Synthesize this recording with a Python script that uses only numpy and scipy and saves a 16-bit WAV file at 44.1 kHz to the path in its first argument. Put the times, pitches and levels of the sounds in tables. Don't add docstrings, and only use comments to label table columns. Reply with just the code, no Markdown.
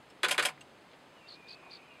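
import sys
import numpy as np
from scipy import signal
from scipy.fft import rfft, irfft
from scipy.io import wavfile
from scipy.ndimage import uniform_filter1d

SR = 44100
rng = np.random.default_rng(int(sys.argv[2]) if len(sys.argv) > 2 else 0)


def unload_audio(sound):
    columns = np.transpose(np.atleast_2d(sound))
    steps = np.round(np.clip(columns, -1, 1) * 32767)
    wavfile.write(sys.argv[1], SR, steps.astype(np.int16))


N = 88200
TIME = np.arange(N) / SR
AGE = TIME[:SR // 2]

# pitch_hz, fade_s, mirror_up_relative_db, mirror_down_relative_db
BODY_TONES = [(366.5, 0.089, -19, -31), (500.2, 0.2, -20, -30), (585.7, 0.071, -16.5, -17),
              (748, 0.25, -24.5, -22), (1021, 0.17, -18, -15.5), (1446, 0.16, -30, -15.5),
              (1480, 0.15, -11.5, -22), (1565, 0.11, -12, -18), (1664, 0.049, -12, -20),
              (1784, 0.062, -15, -22), (2480, 0.07, -14, -31), (2720, 0.03, -42, -11.5),
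              (3226, .07, -30, -9.5), (3426, 0.083, -12, -18.5)]


def from_db(db):
    return 10 ** (np.asarray(db) / 20)


def rms_one(x):
    return x / np.sqrt(np.mean(x ** 2) + 1e-20)


def at_hz(points, hz):
    pitches, values = np.transpose(points)
    return np.interp(np.log(hz), np.log(pitches), values)


def band(x, low_hz, high_hz):
    edges = [low_hz, min(high_hz, .48 * SR)]
    return signal.sosfilt(signal.butter(2, edges, "band", fs=SR, output="sos"), x)


def hiss(low_hz, high_hz, samples=len(AGE)):
    return rms_one(band(rng.standard_normal(samples), low_hz, high_hz))


def drift(turns_per_s):
    return np.interp(TIME * turns_per_s, np.arange(4000), rng.standard_normal(4000))


def add(out, start_s, sound):
    start = max(int(start_s * SR), 0)
    out[start:start + len(sound)] += sound[:N - start]


def dying(fade_s, rise_s=0.0015, hold_s=0):
    return np.minimum(AGE / rise_s, 1) * np.exp(-np.log(1000) * np.maximum(AGE - hold_s, 0) / fade_s)


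def ringing(tones, rise_s, hold_s):
    out = 0
    for hz, fade_s, db in tones:
        wave = np.sqrt(2) * np.sin(2 * np.pi * (hz * AGE + rng.random()))
        out = out + from_db(db) * dying(fade_s, rise_s, hold_s) * wave
    return out


def clatter(colour, fade_scale, rise_s, hold_s):
    # pitch_hz, fade_s
    ring_times = [(200, 0.27), (530, 0.23), (1400, 0.15), (3700, 0.16), (10000, 0.13)]
    edges = np.geomspace(110, 16000, 30)
    centres = np.sqrt(edges[1:] * edges[:-1])
    power = from_db(at_hz(colour, centres)) ** 2 * np.diff(edges)
    shared = rng.standard_normal((2, 1, len(AGE)))
    noise = shared + 0.18 * rng.standard_normal((2, 2, len(AGE)))
    out = 0
    for k, hz in enumerate(centres):
        shape = dying(fade_scale * at_hz(ring_times, hz), rise_s, hold_s)
        part = band(noise[k % 2] * shape, edges[k], edges[k + 1])
        energy = power[k] / power.sum() * np.sum(shape ** 2)
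        out = out + part * np.sqrt(energy / np.sum(part ** 2, axis=1, keepdims=True))
    return out


def moving_part(contacts, colour, tones, fade_scale, rise_s, hold_s, crack_db):
    out = np.zeros(N)
    for *starts, db in contacts:
        crack = hiss(2160, 11100) * dying(fade_s=0.02, rise_s=0.00021)
        for start_s, strike in zip(starts, clatter(colour, fade_scale, rise_s, hold_s)):
            add(out, start_s, from_db(db) * strike)
            add(out, start_s + rise_s, from_db(db + crack_db) * crack)
    for start_s in contacts[0][:2]:
        add(out, start_s, tones)
    return out


def scattered(x, tail_db, fade_s):
    echoes = rng.standard_normal(len(AGE)) * dying(fade_s)
    return x + from_db(tail_db) * signal.fftconvolve(x, echoes / np.linalg.norm(echoes))[:N]


def air():
    # pitch_hz, relative_db
    colour = [(15, -59), (25, -20), (148, -3.5), (225, -3), (290, -1), (421, -1.5), (919, -4),
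              (2360, -10.5), (2850, -11.5), (5280, -20), (5880, -21.5), (8580, -27), (15500, -40)]
    hz = np.maximum(np.fft.rfftfreq(N, 1 / SR), 1)
    rush = irfft(rfft(rng.standard_normal(N)) * from_db(at_hz(colour, hz)), N)
    return rms_one(rush) * from_db(-57.5)


def button_clicks():
    # start_s, level_db, low_tone_hz, low_tone_db, high_tone_hz, high_tone_db
    clicks = [(0.1, -59, 5340, -58.5, 8400, -67.5), (0.608, -51, 6480, -56, 8000, -59),
              (0.612, -68, 2775, -47.5, 8250, -59)]
    # pitch_hz, relative_db
    colour = [(400, -17), (2000, -5), (3400, -4), (5000, -12), (8400, -10), (10000, -26), (12200, -22),
              (14000, -36)]
    fade_s = 0.05
    out = np.zeros(N)
    for start_s, db, low_hz, low_db, high_hz, high_db in clicks:
        click = clatter(colour, fade_scale=0.45, rise_s=0.00037, hold_s=0.00086)[0]
        tones = ringing([(low_hz, fade_s, low_db), (high_hz, fade_s, high_db)], rise_s=0.0013, hold_s=0)
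        add(out, start_s, from_db(db) * click + tones)
    return out


def motor():
    # time_s, level_db
    swell = [(.22, -101), (.26, -62.5), (.32, -62), (.47, -61), (.56, -65), (0.659, -68)]
    times, db = np.transpose(swell)
    pitch_hz = 152 + 21.3 * drift(88.8)
    level_db = np.interp(TIME, times, db, left=-np.inf, right=-np.inf) + 0.5 * drift(66.5)
    return np.sqrt(2) * from_db(level_db) * np.sin(2 * np.pi * np.cumsum(pitch_hz) / SR)


def mirror_up():
    # first_picture_s, second_picture_s, level_db
    contacts = [(.2302, .3777, -22.5), (.2436, .3924, -23)]
    # pitch_hz, relative_db
    colour = [(88, -59), (150, -49), (346, -7.5), (877, -9.5), (1000, -5), (1240, -3.5), (1700, 1.5),
              (2760, -5), (3480, -2.5), (3830, -7.5), (5870, -16.5), (6350, -15.5), (10100, -18),
              (13500, -44), (15500, -59)]
    body = [(hz, fade_s, db) for hz, fade_s, db, _ in BODY_TONES]
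    tones = from_db(-22) * ringing(body, rise_s=0.015, hold_s=0.014)
    return moving_part(contacts, colour, tones, fade_scale=0.56, rise_s=0.002, hold_s=0.0022, crack_db=-40)


def curtains():
    # first_picture_s, second_picture_s, level_db
    contacts = [(.2812, .4222, -28.5), (.2902, .4315, -33.5)]
    # pitch_hz, relative_db
    colour = [(88, -51), (150, -17.5), (346, -4.5), (812, -5), (1510, 5.5), (2310, 4), (2700, 0),
              (3620, -3), (5760, -5), (6110, -6.5), (10100, -6.5), (15500, -51)]
    # pitch_hz, fade_s, relative_db
    curtain_tones = [(335, 0.18, -15), (1700, 0.082, -12), (2300, 0.13, -3.5), (2450, 0.05, -3.5)]
    tones = from_db(-35.5) * ringing(curtain_tones, rise_s=0.01, hold_s=0.013)
    return moving_part(contacts, colour, tones, fade_scale=0.71, rise_s=0.004, hold_s=0.003, crack_db=-13)


def mirror_down():
    # first_picture_s, second_picture_s, level_db
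    contacts = [(.3086, .4499, -25), (.3120, .4532, -25), (.3178, .4590, -35.5)]
    # pitch_hz, relative_db
    colour = [(88, -47), (150, -26), (420, -20), (561, -10), (1040, -12), (1150, -15), (1450, -3.5),
              (2020, -3), (2860, -0.5), (4650, -13), (5130, -6.5), (5760, -9), (8490, -9), (10500, -11),
              (15500, -50)]
    body = [(hz, fade_s, db) for hz, fade_s, _, db in BODY_TONES]
    tones = from_db(-24.5) * ringing(body, rise_s=0.0019, hold_s=0.0066)
    drop = moving_part(contacts, colour, tones,
                       fade_scale=0.6, rise_s=0.0012, hold_s=0.00064, crack_db=-22)
    bounce = from_db(-18) * np.interp(TIME - 0.001196, TIME, drop)
    return drop + bounce


def latch():
    # first_picture_s, second_picture_s, level_db
    contacts = [(.3440, .4852, -37)]
    # pitch_hz, relative_db
    colour = [(200, -46), (900, 1), (1800, -1), (2300, 1), (3000, -5), (5700, -13.5), (9500, -13.5),
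              (15000, -35)]
    tone = ringing([(2300, 0.01, -29.5)], rise_s=0.0014, hold_s=0.0013)
    return moving_part(contacts, colour, tone,
                       fade_scale=0.62, rise_s=0.0011, hold_s=0.0027, crack_db=-19)


def knocks():
    # start_s, level_db, pitch_hz, fade_s
    bumps = [(.576, -48.5, 1690, 0.045), (0.914, -56, 3500, 0.046), (.932, -55.5, 2840, 0.081),
             (1.624, -51.5, 942, 0.15), (1.662, -52, 950, 0.17)]
    out = np.zeros(N)
    for start_s, db, hz, fade_s in bumps:
        add(out, start_s, from_db(db) * dying(fade_s) * hiss(hz / 1.53, hz * 1.19))
    return out


def whistles():
    # time_s, pitch_hz, relative_db
    tunes = [
        [(1.145, 2985, -70), (1.17, 2940, -63), (1.225, 2700, -61), (1.275, 2733, -57), (1.30, 2710, -70)],
        [(1.212, 2500, -63), (1.255, 2280, -61)],
        [(1.335, 2335, -62), (1.392, 2490, -59), (1.436, 2385, -55), (1.55, 2586, -59), (1.61, 2455, -66),
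         (1.665, 2510, -58), (1.72, 2425, -64), (1.79, 2570, -62), (1.86, 2410, -65), (1.93, 2504, -62.5),
         (2.0, 2380, -64)],
        [(1.84, 3050, -66), (1.875, 3020, -64), (1.915, 2790, -58.5), (1.97, 2760, -68)],
    ]
    out = 0
    for tune in tunes:
        times, hz, db = np.transpose(tune)
        pitch_hz = np.interp(TIME, times, hz) * (1 + 0.0056 * drift(150))
        level_db = np.interp(TIME, times, db, left=-np.inf, right=-np.inf) + 2 * drift(81)
        loudness = uniform_filter1d(from_db(level_db), size=400)
        out = out + np.sqrt(2) * loudness * np.sin(2 * np.pi * np.cumsum(pitch_hz) / SR)
    return from_db(-4.5) * scattered(out, tail_db=-10, fade_s=.4)


def trill():
    # time_s, level_db
    swell = [(1.25, -78), (1.45, -68), (1.65, -62), (2.0, -64)]
    times, db = np.transpose(swell)
    return hiss(2270, 2610, samples=N) * from_db(np.interp(TIME, times, db, left=-np.inf))


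def chirps():
    # start_s, base_level_db, base_pitch_hz, syllable_spacing_s, length_s
    calls = [(1.2802, -46.5, 4620, .0179, 0.08), (1.4830, -44.5, 4800, .0186, 0.068),
             (1.7072, -46, 4740, .0187, 0.068)]
    # time_s, pitch_ratio, relative_db
    syllable = [(0, 1.08, -14), (.0019, .96, -7), (.0038, .8, -13), (.0062, 1.02, 1), (.0086, .98, -6),
                (.0115, .965, 2.5), (.0148, .89, -4), (.018, .68, -17)]
    syllable_db = (-3, -2, -3.5, -5.5, -6)
    lead_s, lead_hz, release_s, tail_s = 0.012, 3680, 0.004, .04
    sag_per_s, wobble = 0.577, .016
    times, pitch_ratio, shape_db = np.transpose(syllable)
    out = np.zeros(N)
    for start_s, db, base_hz, spacing_s, length_s in calls:
        age = AGE[AGE < length_s]
        which, within_s = (age / spacing_s).astype(int), age % spacing_s
        bend = 1 - sag_per_s * age + wobble * drift(587)[:len(age)]
        pitch_hz = base_hz * np.interp(within_s, times, pitch_ratio) * bend
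        level_db = db + np.take(syllable_db, which, mode="clip") + np.interp(within_s, times, shape_db)
        flutter_db = 0.72 * drift(440)[:len(age)]
        loudness = from_db(level_db + flutter_db) * np.minimum((length_s - age) / release_s, 1)
        loudness = uniform_filter1d(loudness, size=40, mode="constant")
        phase = 2 * np.pi * np.cumsum(pitch_hz) / SR
        voice = np.sin(phase) + from_db(-30) * np.sin(2 * phase)
        rasp = from_db(db - 17) * hiss(2920, 5050) * dying(tail_s, lead_s, lead_s + length_s)
        first_note = ringing([(lead_hz, spacing_s, db - 18)], rise_s=0.0035, hold_s=0.0088)
        add(out, start_s - lead_s, rasp + first_note)
        add(out, start_s, np.sqrt(2) * loudness * voice)
    return scattered(out, tail_db=-9.5, fade_s=tail_s)


def scene():
    camera = button_clicks() + motor() + mirror_up() + curtains() + mirror_down() + latch() + knocks()
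    return (air() + camera + whistles() + trill() + chirps())[None]


def record(dry):
    # pitch_hz, narrowness_q, depth (0 to 1)
    dips = [(5695, 9.3, 0.88), (6850, 25, 1)]
    for hz, q, depth in dips:
        notched = signal.lfilter(*signal.iirnotch(hz, q, fs=SR), dry)
        dry = dry + depth * (notched - dry)
    return signal.sosfilt(signal.ellip(10, .2, 70, 15750, fs=SR, output="sos"), dry)


dry = scene()
out = record(dry)
unload_audio(out)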